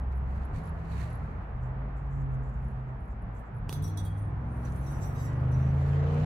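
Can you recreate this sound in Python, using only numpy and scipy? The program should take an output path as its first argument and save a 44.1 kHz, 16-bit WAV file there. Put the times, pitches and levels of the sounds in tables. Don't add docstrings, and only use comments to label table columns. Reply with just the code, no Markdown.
import sys
import numpy as np
from scipy import signal
from scipy.fft import rfft, irfft, next_fast_len
from scipy.io import wavfile
from scipy.ndimage import uniform_filter1d, map_coordinates

SR = 44100
rng = np.random.default_rng(int(sys.argv[2]) if len(sys.argv) > 2 else 0)


def gain_from_db(level_db):
    decades = np.asarray(level_db, float) / 20
    return 10 ** decades


def generate_wav(signal):
    frames = np.transpose(np.atleast_2d(signal))
    scaled = np.clip(frames, -1, 1) * 32767
    pcm = np.round(scaled).astype(np.int16)
    wavfile.write(sys.argv[1], SR, pcm)


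N = 275623

# [f/Hz, likeness (1 = same)]
ALIKE = [(60, 0.98), (130, 1), (290, 0.78), (640, 0.36), (1410, -0.063), (3100, -0.027), (6820, -0.27),
         (15000, -1.5)]
# [f/Hz, level/dB per Hz]
JINGLE = [(8600, -59), (9000, -6.5), (11200, -3), (11650, -16.5), (12100, -5.5), (14500, -7), (15700, -12)]
RATTLE_DB = 2.5


def unit(x):
    return x / np.sqrt(np.mean(x ** 2) + 1e-20)


def along(points, hz):
    f, v = np.transpose(points)
    return np.interp(np.log(hz + 1), np.log(f + 1), v)


def curves(rows):
    s, *cols = np.transpose(rows)
    return [np.interp(np.arange(N) / SR, s, c) for c in cols]


def sounding(rows, fade=0.094):
    t = np.arange(N) / SR
    outside = np.minimum(t - rows[0][0], rows[-1][0] - t)
    return np.clip(1 + outside / fade, 0, 1)


def wobble(rate):
    knots = rng.standard_normal(int(N * rate / SR) + 4)
    return map_coordinates(knots, [np.arange(N) * rate / SR])


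def filtered(x, response):
    m = next_fast_len(N + SR // 2)
    return irfft(rfft(x, m) * response(np.fft.rfftfreq(m, 1 / SR)), m)[..., :N]


def placed(x, pan_db):
    return np.array([x * gain_from_db(pan_db / 2), x * gain_from_db(-pan_db / 2)])


def rush(spectrum, alike, patchy_db):
    z = signal.stft(rng.standard_normal((2, N)), nperseg=512)[2]
    patches = uniform_filter1d(rng.standard_normal(z.shape[1:]), size=6, axis=0)
    patches = uniform_filter1d(patches, size=12, axis=1)
    pair = signal.istft(z * gain_from_db(patchy_db * unit(patches)), nperseg=512)[1][:, :N]

    def middle_and_side(hz):
        turn = np.arccos(np.clip(along(alike, hz), -1, 1)) / 2
        return gain_from_db(along(spectrum, hz)) * [np.cos(turn), np.sin(turn)]

    mid, side = filtered(pair, middle_and_side)
    return unit(np.array([mid + side, mid - side]))


def tone(hz, db, shake, flutter_db):
    phase = 2 * np.pi * (np.cumsum(hz) / SR + rng.random()) + shake * wobble(12)
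    ears = np.array([wobble(4), wobble(4)]) * np.mean(hz) / 650
    return np.sqrt(2) * gain_from_db(db + flutter_db * wobble(9)) * np.sin(phase + ears)


def strokes(rows):
    s, db, rise, fall = np.transpose(rows)[..., None]
    late = np.arange(N) / SR - s
    away = np.maximum(-late / abs(rise), late / abs(fall))
    return np.max(db - 18 * away ** 1.46, axis=0)


def yard(x):
    # [f/Hz, time/s]
    echo_t60 = [(200, 0.24), (3000, 1), (12000, 0.047)]
    hz, t, z = signal.stft(rng.standard_normal((2, SR // 2)), SR, nperseg=256)
    tail = signal.istft(z * gain_from_db(-60 * t / along(echo_t60, hz)[:, None]), SR, nperseg=256)[1]
    late = np.pad(x, ((0, 0), (300, 0)))
    return signal.fftconvolve(late, tail / np.linalg.norm(tail[0]), axes=1)[:, :N]


def hiss():
    # [f/Hz, level/dB per Hz]
    hiss_colour = [(3000, -30), (5000, -1), (7800, -2), (8500, -5), (15700, -4)]
    return gain_from_db(-88.5) * rush(hiss_colour, [(5000, 0)], patchy_db=1.5)


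def exhaust(hz, db, overtone_db):
    base = tone(hz, db, shake=.15, flutter_db=.8)
    return base + tone(2 * hz, db + overtone_db, shake=.3, flutter_db=2.5)


def traffic():
    # [t/s, f/Hz, level/dB]
    passing = [
        (1.45, 123.2, -55.5),
        (1.638, 125.4, -35),
        (2.024, 136.3, -40),
        (2.188, 138.3, -33.5),
        (2.36, 131, -33.5),
        (2.52, 130.6, -39.5),
        (2.916, 127.9, -37.5),
        (3.1, 129, -58.5),
    ]
    # [t/s, length/s, first f/Hz, last f/Hz, level/dB]
    drone_rows = [(-.3, .82, 65, 65.4, -32), (.42, .42, 65.4, 64, -41), (.66, .2, 76, 79, -38),
                  (.85, .25, 67.5, 67, -35), (1.85, 1.1, 64, 65.6, -41), (1.05, .4, 79, 77, -42),
                  (1.28, 1.66, 53.2, 53, -35.5), (2.9, .68, 53.5, 54, -40), (3.56, .78, 54.5, 55.9, -44),
                  (4.3, 1.1, 55.8, 55.9, -42), (5.45, .9, 55, 53, -43), (.2, .3, 149, 156, -49),
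                  (.5, .66, 159, 163.5, -40.5), (.9, .17, 101, 104, -37), (1.0, .28, 116, 118, -38),
                  (.03, .4, 127, 130, -46), (1.45, .3, 76, 77, -42), (1.95, .45, 85.5, 85.6, -44),
                  (3.15, .25, 114, 116, -43), (3.52, .28, 116, 117, -39), (1.1, .22, 55, 54, -40),
                  (4.2, .25, 139, 143, -42), (2.95, .3, 66, 68, -44), (.08, .45, 198, 196, -52),
                  (2.15, 1.2, 228, 217, -54), (3.7, .17, 140, 146, -40), (1.055, .05, 660, 570, -50)]
    # [t/s, level/dB]
    road = [(0.0, -50.5), (1.1, -50), (3.24, -52.5), (4.09, -51.5), (5.2, -48.5), (6.25, -48.5)]
    # [f/Hz, level/dB per Hz]
    rumble_colour = [(15, -51), (28, 10), (40, 18.5), (70, 13), (110, 17.5), (160, 11), (220, 5.5),
                     (350, -19.5), (600, -52.5)]
    # [f/Hz, level/dB per Hz]
    roar_colour = [(150, -11), (250, -6), (340, -11), (430, -8), (560, -10.5), (720, -7.5), (1200, -11.5),
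                   (1800, -18), (2500, -28), (3500, -40.5), (5000, -49.5), (8000, -66), (12000, -120)]
    # [f/Hz, left minus right/dB]
    lean_points = [(40, 1), (70, -0.5), (150, -1.4), (380, 1), (950, -2.5), (2400, -0.5), (6000, 3.5)]

    rev_hz, rev_db = curves(passing)
    overtone_db = -19.5 + .8 * (rev_hz - 137)
    drones = sounding(passing) * exhaust(rev_hz, rev_db, overtone_db)
    for s, length, first_hz, last_hz, db in drone_rows:
        done = np.clip((np.arange(N) / SR - s) / length, 0, 1)
        swell = np.abs(np.sin(np.pi * done)) ** 0.47 * (done < 1)
        hz = first_hz + (last_hz - first_hz) * done
        drones = drones + swell * exhaust(hz, db + 0.1, overtone_db=-32)

    road_db = curves(road)[0]
    rumble = gain_from_db(road_db + 10.5 + 0.14 * wobble(4.7)) * rush(rumble_colour, ALIKE, patchy_db=2.5)
    roar = gain_from_db(road_db + 3.5 + 0.47 * wobble(6.4)) * rush(roar_colour, ALIKE, patchy_db=0.5)

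    def lean(hz):
        return gain_from_db(along(lean_points, hz) / 2 * np.array([[1], [-1]]))

    return filtered(drones + rumble + roar, lean)


def paw_side(db):
    return np.clip(-.6 * (db + 87.5), -12, 4)


def paws():
    # [peak t/s, level/dB, rise/s, fall/s]
    scuffs = [(0.127, -77.5, 0.024, 0.017), (.384, -80, 0.18, 0.19), (0.556, -72.5, 0.036, 0.097),
              (.67, -76.5, .08, 0.079), (.86, -79.5, 0.24, 0.13), (.95, -74.5, 0.085, .1),
              (1.015, -69, 0.21, 0.12), (1.104, -74, 0.01, 0.098), (1.2, -82, 0.11, 0.29),
              (1.64, -82, 0.05, 0.066), (1.975, -82, 0.017, .06), (2.129, -82.5, 0.043, 0.14),
              (2.22, -82, 0.059, 0.029), (2.35, -87, 0.065, 0.015), (2.438, -85, .02, 0.47),
              (2.886, -90.5, 0.011, .1), (3.122, -85.5, 0.076, 0.034), (3.375, -78.5, 0.045, 0.034),
              (3.47, -89.5, 0.051, .04), (2.69, -86, 0.064, 0.043), (4.67, -73.5, 0.057, 0.054),
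              (4.85, -82.5, 0.3, 0.023), (5.854, -74, .18, 0.25), (6.2, -76, 0.34, 0.34)]
    # [f/Hz, level/dB per Hz]
    near_colour = [(900, -27), (1800, -1), (2500, -6), (3200, -16), (4200, -9.5), (5200, -19.5),
                   (6800, -16.5), (8500, -21), (10000, -21), (15600, -32)]
    # [f/Hz, level/dB per Hz]
    far_colour = [(3500, -25), (5500, -8), (7000, 1.5), (7900, 1), (8500, -10), (15600, -17.5)]
    far_s = (1.5, 3.6)
    out = 0
    for near, colour, lift_db in [(True, near_colour, 13), (False, far_colour, 5)]:
        db = strokes([row for row in scuffs if (far_s[0] < row[0] < far_s[1]) != near])
        grains = gain_from_db(1.3 * wobble(300) + 1.4 * wobble(35))
        rustle = unit(grains * rush(colour, [(3000, 0.16)], patchy_db=-1.0))
        out = out + placed(gain_from_db(db + lift_db), paw_side(db)) * rustle
    return out


def snaps():
    # [t/s, peak level/dB, left minus right/dB]
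    snap_rows = [(1.5613, -77, 5), (1.635, -64, 5), (1.9704, -68, 4), (2.0287, -73, 2), (2.0655, -69, 3.5),
                 (2.1104, -70, 7.5), (2.1337, -68, 6), (2.3198, -71, 1), (2.4344, -68.5, 5),
                 (2.4952, -65, 7.5), (2.5406, -66.5, 3), (2.6449, -72.5, 4.5), (2.8868, -74, 3.5),
                 (3.1148, -73, 7), (3.3449, -73, -10.5), (3.454, -77, 3), (3.689, -51, -9.5),
                 (4.6503, -57, -6.5), (4.7227, -55, -10), (4.7607, -57.5, -8.5), (5.3, -61, 8),
                 (5.3307, -58, 5), (5.515, -67, -2), (5.6075, -67, 6)]
    # [f/Hz, level/dB per Hz]
    snap_colour = [(2500, -28), (5000, -2.5), (7500, 5), (10000, -7.5), (15700, -10.5)]
    out, t = np.zeros((2, N)), np.arange(SR // 30) / SR
    bright = unit(filtered(rng.standard_normal(N), lambda hz: gain_from_db(along(snap_colour, hz))))
    for s, db, pan_db in snap_rows:
        at = round(s * SR)
        snap = gain_from_db(db - 7 - 60 * t / .03) * bright[at:at + len(t)]
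        out[:, at:at + len(t)] += placed(snap, pan_db)
    return out


def tag():
    # [t/s, length/s, peak level/dB, f/Hz]
    shakes = [(0.155, 0.034, -54, 11000), (0.45, 0.016, -50.5, 10950), (0.547, .08, -64, 11000),
              (.635, 0.065, -50, 10900), (0.74, 0.036, -68, 11000), (.997, .02, -59, 10900),
              (1.068, 0.13, -53, 10980), (2.314, 0.038, -65.5, 11000), (2.553, 0.069, -76, 10950),
              (2.629, 0.1, -59, 10900), (2.749, 0.066, -73, 10880), (2.972, 0.046, -71, 10930),
              (3.019, 0.069, -61.5, 10970), (3.221, 0.015, -58, 10800), (3.33, 0.065, -66, 11050),
              (3.546, 0.049, -58, 10930)]
    tick_gap_s, scatter_db, scatter_hz = 0.018, 3, 90
    out, t = np.zeros((2, N + SR)), np.arange(SR // 10) / SR
    for s, length, db, hz in shakes:
        for k, (slip, size, tune) in enumerate(rng.standard_normal((12, 3))):
            late = tick_gap_s * (k + .2 * slip * (k > 0))
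            pitch = hz + scatter_hz * tune
            done = min((late + .006) / (length + .006), 1)
            swell = np.sqrt(np.clip(np.sin(np.pi * done), 0, 1))
            ring = np.sin(2 * np.pi * pitch * t) + .4 * np.sin(2 * np.pi * (pitch + 280) * t)
            ring = ring * swell * gain_from_db(db - 5.5 + scatter_db * size - 60 * t / 0.034)
            ring = ring * (1 - np.exp(-t / 0.0011))
            side_db = -6 if s < 1.5 else 3
            out[:, round((s + late) * SR):][:, :len(t)] += placed(ring, side_db)
    return out[:, :N]


def knocks():
    # [t/s, peak level/dB]
    blows = [
        (3.6933, -29),
        (3.7272, -30.5),
    ]
    out, t = np.zeros(N), np.arange(SR // 10) / SR
    for s, db in blows:
        puff = signal.lfilter([.3], [1, -.7], rng.standard_normal(len(t))) * gain_from_db(-60 * t / 0.008)
        body = np.sin(2 * np.pi * 850 * t) * gain_from_db(-60 * t / 0.0086)
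        body = body + 2.0 * np.sin(2 * np.pi * 380 * t) * gain_from_db(-60 * t / 0.008)
        out[round(s * SR):][:len(t)] += gain_from_db(db) * (body + 2.2 * puff) * (1 - np.exp(-t / .0003))
    return placed(out, -1.4)


def jingle(spectrum):
    modes = gain_from_db(4.5 * rng.standard_normal(SR // 60))
    noise = rush(spectrum, [(9000, 0.26)], patchy_db=2.5)
    return unit(filtered(noise, lambda hz: modes[(hz // 31).astype(int)]))


def clinks():
    # [t/s, peak level/dB, big links/dB, middle links/dB, left minus right/dB]
    contacts = [(3.389, -58, -20, -28, -14.5), (3.694, -39, -4, -15, -13), (3.7234, -31, -8, -16, -6.5),
                (3.821, -40.5, -14, -22, -14), (3.839, -36.5, -9.5, -15, 0.5), (3.8745, -41.5, -9, -12, -6),
                (3.972, -37, -11, -15.5, -15), (4.0481, -37, -14, -23, -5.5),
                (4.1716, -51.5, -23, -22, -14.5), (4.189, -55, -25, -28, -8), (4.649, -52.5, -15, -7, -4),
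                (4.761, -54, -24, -20, -14), (4.8605, -55.5, -15, -24, -28), (5.017, -49.5, -18, -20, 6),
                (5.514, -53.5, -15, -16, 9.5)]
    # [f/Hz, level/dB, time to die by 60 dB/s (0.22 at most is used)]
    link_modes = [(3360, -4.5, 0.4), (3360, -7.5, 0.25), (3540, -6, 0.22), (3747, -14.5, 0.25),
                  (3800, -4, 0.14), (4120, -9, 0.22), (4570, -7.5, 0.19), (4920, -7, 0.14),
                  (5690, -5, 0.12), (6000, -4.5, 0.25), (6130, -6.5, 0.19), (6200, -11, 0.2),
                  (6330, -23, 0.47), (6500, -11, 0.11), (6595, -30, 0.3), (7100, -24, 0.68),
                  (7203, -26, 0.27), (7600, -16.5, 0.61), (7900, -16.5, 5.0), (7800, -18, 0.24),
                  (8310, -14.5, 0.11), (8880, -11.5, 0.15), (9130, -12, 0.28), (9400, -21, 5.0),
                  (9300, -11.5, 0.13), (9959, -4.5, 0.054)]
    out, t = np.zeros((2, N + SR)), np.arange(SR // 3) / SR
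    small = np.pad(jingle(JINGLE), ((0, 0), (0, SR)))
    hz, level, t60 = np.repeat(np.transpose(link_modes), repeats=3, axis=1)[..., None]
    for s, db, big_db, middle_db, pan_db in contacts:
        at, chance = round(s * SR), rng.standard_normal((4, len(hz), 1))
        struck = np.where(hz < 5200, big_db + 5.0, np.where(hz < 6700, middle_db + 14, 0))
        size = gain_from_db(level + struck + 2.8 * chance[0] - 2 - 60 * t / np.minimum(t60, .22))
        turns = 2 * np.pi * hz * (1 + 0.0027 * chance[1]) * t
        ring = np.array([np.sum(size * np.sin(turns + 2.15 * ear), axis=0) for ear in chance[2:]])
        ring = ring * gain_from_db(RATTLE_DB * wobble(70)[:len(t)])
        shake = gain_from_db(-2.5 - 60 * t / 0.17) * small[:, at:at + len(t)] * gain_from_db([[-2], [2]])
        bright = np.diff(rng.standard_normal((2, len(t) + 1)))
        crack = (db > -41) * 1.2 * gain_from_db(-60 * t / 0.025) * bright
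        start = placed(1 - np.exp(-t / 0.0015), pan_db)
        out[:, at:at + len(t)] += gain_from_db(db - 18.5) * (ring + shake + crack) * start
    return out[:, :N]


def rings():
    # [t/s, f/Hz, level/dB, time to die by 60 dB/s, left minus right/dB]
    ring_rows = [(3.693, 3520, -58, 0.19, -14), (3.693, 5835, -62, .1, 9), (3.726, 6136, -63, 0.45, -2),
                 (3.726, 4161, -64, 0.3, 8), (3.835, 5706, -51, .2, 5), (3.839, 5840, -53, .1, -1),
                 (3.839, 3875, -59, .12, -9), (3.839, 7918, -61, 0.24, 9), (3.825, 9528, -53, 0.22, -20),
                 (3.877, 3343, -66, 0.28, 2), (3.877, 4145, -65, 0.45, -17), (3.973, 3343, -56, .22, -11),
                 (3.973, 3526, -62, .3, -10), (4.047, 3283, -63, 0.5, -1), (4.047, 9183, -67, .5, -26),
                 (4.172, 9183, -67, .35, -25), (4.723, 6120, -72, .5, -10), (4.816, 6120, -70, .5, -2),
                 (4.851, 3843, -63.5, .35, -20), (5.016, 3725, -67, 0.32, -8), (5.016, 7908, -64, .5, 1),
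                 (5.016, 3488, -73, 0.47, -3), (5.016, 5690, -62, .3, 2), (5.021, 5850, -67, .5, 4),
                 (5.17, 5528, -68, 0.54, 1), (5.171, 3843, -66, 0.56, 5.5), (5.161, 4565, -65, .8, 15),
                 (5.15, 4941, -70, .8, 4.5), (5.2, 5684, -66, .5, 1), (5.21, 5932, -65, .4, 1.5),
                 (5.19, 7536, -60, 0.6, 8.5), (5.2, 10239, -65, .4, -11), (5.515, 3886, -71, 0.48, 1),
                 (5.515, 5819, -71.5, .5, 3.5), (5.59, 5851, -68.5, 0.51, 4), (5.607, 6013, -72, .4, -0.5),
                 (5.56, 6373, -73, .6, 9)]
    drag_from_s, slack_s = 4.5, 5.29
    out, t = np.zeros((2, N + SR)), np.arange(SR // 3) / SR
    for s, hz, db, t60, pan_db in ring_rows:
        swell = 1 - np.exp(-t / (.003 if s < drag_from_s else .02))
        damped = gain_from_db(-600 * np.maximum(t + s - slack_s, 0) * (s < slack_s))
        damped = damped * np.cos(np.pi / 2 * t / t[-1])
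        turns = 2 * np.pi * hz * t + .6 * wobble(40)[:len(t)]
        size = gain_from_db(db - 60 * t / t60 + 1.4 * RATTLE_DB * wobble(45)[:len(t)])
        ring = size * np.sin(turns) * swell * damped
        out[:, round(s * SR):][:, :len(t)] += placed(ring * gain_from_db(abs(pan_db) / -2 + 2.5), pan_db)
    return out[:, :N]


def drag():
    # [peak t/s, level/dB, rise/s, fall/s]
    tugs = [
        (4.688, -75, 0.28, 0.33),
        (4.89, -63, 0.1, 0.23),
        (5.03, -56.5, 0.037, 0.087),
        (5.09, -67, 0.048, 0.087),
        (5.2, -59.5, 0.076, 0.1),
        (5.26, -61.5, 0.11, 0.084),
        (5.53, -68, 0.026, .15),
        (5.62, -71.5, 0.13, 0.2),
    ]
    # [f/Hz, level/dB]
    dragged_modes = [(3838, -79), (4145, -86), (4590, -84.5), (4950, -84.5), (5308, -102), (5529, -86.5),
                     (5696, -81), (5852, -72), (6105, -78), (6379, -79.5), (6643, -106), (6961, -90),
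                     (7305, -84), (7590, -79), (7913, -79.5), (8306, -101)]
    # [peak t/s, level/dB, rise/s, fall/s]
    shivers = [(4.67, -73, 0.18, .2), (4.78, -72, .1, 0.16), (4.91, -67.5, 0.14, 0.13),
               (5.06, -66.5, 0.13, 0.12), (5.15, -70.5, 0.091, .1), (5.24, -65, 0.15, 0.086),
               (5.4, -83, 0.11, .15), (5.53, -77.5, 0.045, 0.24), (5.68, -84.5, .15, .15)]
    # [peak t/s, level/dB, rise/s, fall/s]
    swings = [(3.98, -68, 0.022, .065), (4.056, -63, 0.033, 0.074), (4.192, -70.5, 0.087, 0.12),
              (4.56, -75.5, 0.12, .6), (4.89, -71, 0.4, 0.1694), (5.034, -77.5, .1, 1),
              (5.75, -81.5, 1.7, 0.069)]
    # [f/Hz, level/dB per Hz]
    loose_colour = [(8750, -50), (9050, -2), (9300, -0.5), (9650, -11.5), (10400, -15.5), (10700, -50)]
    # [f/Hz, level/dB per Hz]
    taut_colour = [(9300, -42), (9800, 3), (10200, 3), (10600, -8.5), (11200, -10.5), (11600, -45)]
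    taut_s = (4.64, 4.86)
    # [peak t/s, level/dB, rise/s, fall/s]
    hums = [
        (4.85, -80, .1, .2),
        (5.23, -59.5, 0.12, 0.25),
        (5.6, -74.5, 0.17, .3),
    ]

    t = np.arange(SR // 4) / SR
    ringing = np.zeros((2, N))
    for hz, db in dragged_modes:
        taps = (rng.random((2, N)) < 120 / SR) * rng.standard_normal((2, N))
        mode = gain_from_db(-60 * t / 0.15) * np.sin(2 * np.pi * hz * t)
        ringing += gain_from_db(db) * unit(signal.fftconvolve(taps, mode[None], axes=1)[:, :N])
    links = placed(gain_from_db(strokes(tugs)), -1) * unit(ringing)

    grains = gain_from_db(1.5 * wobble(120) + 1.3 * wobble(25))
    small = gain_from_db(strokes(shivers)) * unit(grains * jingle(JINGLE))
    taut = np.interp(np.arange(N) / SR, taut_s, [0, np.pi / 2])
    rattle = np.cos(taut) * jingle(loose_colour) + np.sin(taut) * jingle(taut_colour)
    clasp = gain_from_db(strokes(swings) - 2.0) * unit(grains * rattle)
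    pipe = tone(np.full(N, 1943.), strokes(hums), shake=0.38, flutter_db=1.0)
    return links + (small + clasp) * placed(np.ones(N), -13.5) + pipe


def boom_db(hz):
    # [f/Hz, width/Hz, level/dB]
    booms = [(65.1, 4.7, -1), (80.2, 8, 0), (87.4, 4.1, -4), (99.4, 9.8, 1.5), (133.8, 13.7, 2.5),
             (152.5, 14.4, -1), (174.5, 9.1, -8), (208, 8.3, -13), (213.2, 6.7, -10), (237.4, 6.5, -7.5),
             (274, 88, -15.5), (417, 25, -22), (468, 31, -10.5)]
    power = sum(gain_from_db(db) ** 2 / (1 + (2 * (hz - c) / w) ** 4) for c, w, db in booms)
    return 10 * np.log10(power + 0.00081)


def engine():
    # [t/s, cycle rate f/Hz, nearness/dB]
    climb = [(3.55, 18.2, -24), (3.68, 18.2, -12.5), (3.8, 18.7, -8), (3.92, 19.6, -9.5),
             (4.15, 19.7, -9.5), (4.3, 20.9, -8.5), (4.45, 21.5, -9.5), (4.7, 21.4, -7.5),
             (5.0, 23.9, -4.5), (5.3, 24.7, -4), (5.65, 26.4, -3.5), (5.85, 27.7, -2.5), (6.05, 28.4, -1),
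             (6.25, 30.5, -0.5)]
    # [multiple of the cycle rate, level on a boom/dB]
    strong = [(3, -27), (4, -36), (5, -26), (6, -32.5), (8, -31), (11, -32.5), (14, -31), (16, -32)]
    # [multiple of the cycle rate, level/dB]
    weak = [(2, -6.5), (7, -2), (9, -13.5), (10, -5.5), (12, -13.5), (13, -10), (15, -8.5), (17, -9.5),
            (18, -10.5), (19, -12), (20, -14), (21, -15.5), (22, -13), (23, -12), (24, -9)]
    # [f/Hz, level/dB per Hz]
    intake_colour = [(250, -16), (500, 8.5), (1500, -4), (3000, -13), (5000, -25.5), (7800, -27),
                     (8600, -45), (15700, -42.5)]
    cycle_hz, near_db = curves(climb)
    lines = 0
    for k, db in strong:
        line_db = db + near_db + boom_db(k * cycle_hz)
        lines = lines + tone(k * cycle_hz, line_db, shake=0.046 * k, flutter_db=0.15 * k)
    for k, db in weak:
        line_db = -48 + 1.5 * near_db + db + 3 * wobble(4)
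        lines = lines + tone(k * cycle_hz, line_db, shake=.3 + .06 * k, flutter_db=3.5)
    intake = gain_from_db(-42.5 + 2.68 * near_db) * rush(intake_colour, ALIKE, patchy_db=1.5)
    firing = np.sin(2 * np.pi * np.cumsum(3 * cycle_hz) / SR)
    cycle = np.sin(2 * np.pi * np.cumsum(cycle_hz) / SR)
    growl = 1 + 0.19 * (firing + cycle)
    return sounding(climb) * (lines + intake * growl)


def scene():
    near = tag() + knocks() + clinks() + rings() + drag()
    near = near + gain_from_db(-16) * yard(near)
    return hiss() + traffic() + paws() + snaps() + near + engine()


def roll_off(x):
    return signal.sosfilt(signal.butter(12, 15730, fs=SR, output="sos"), x)


def record(dry):
    fade = np.clip(np.arange(N)[::-1] / (.005 * SR), 0, 1)
    mix = filtered(dry, lambda hz: hz < 15760) * fade
    return roll_off(mix)


dry = scene()
out = record(dry)
generate_wav(out)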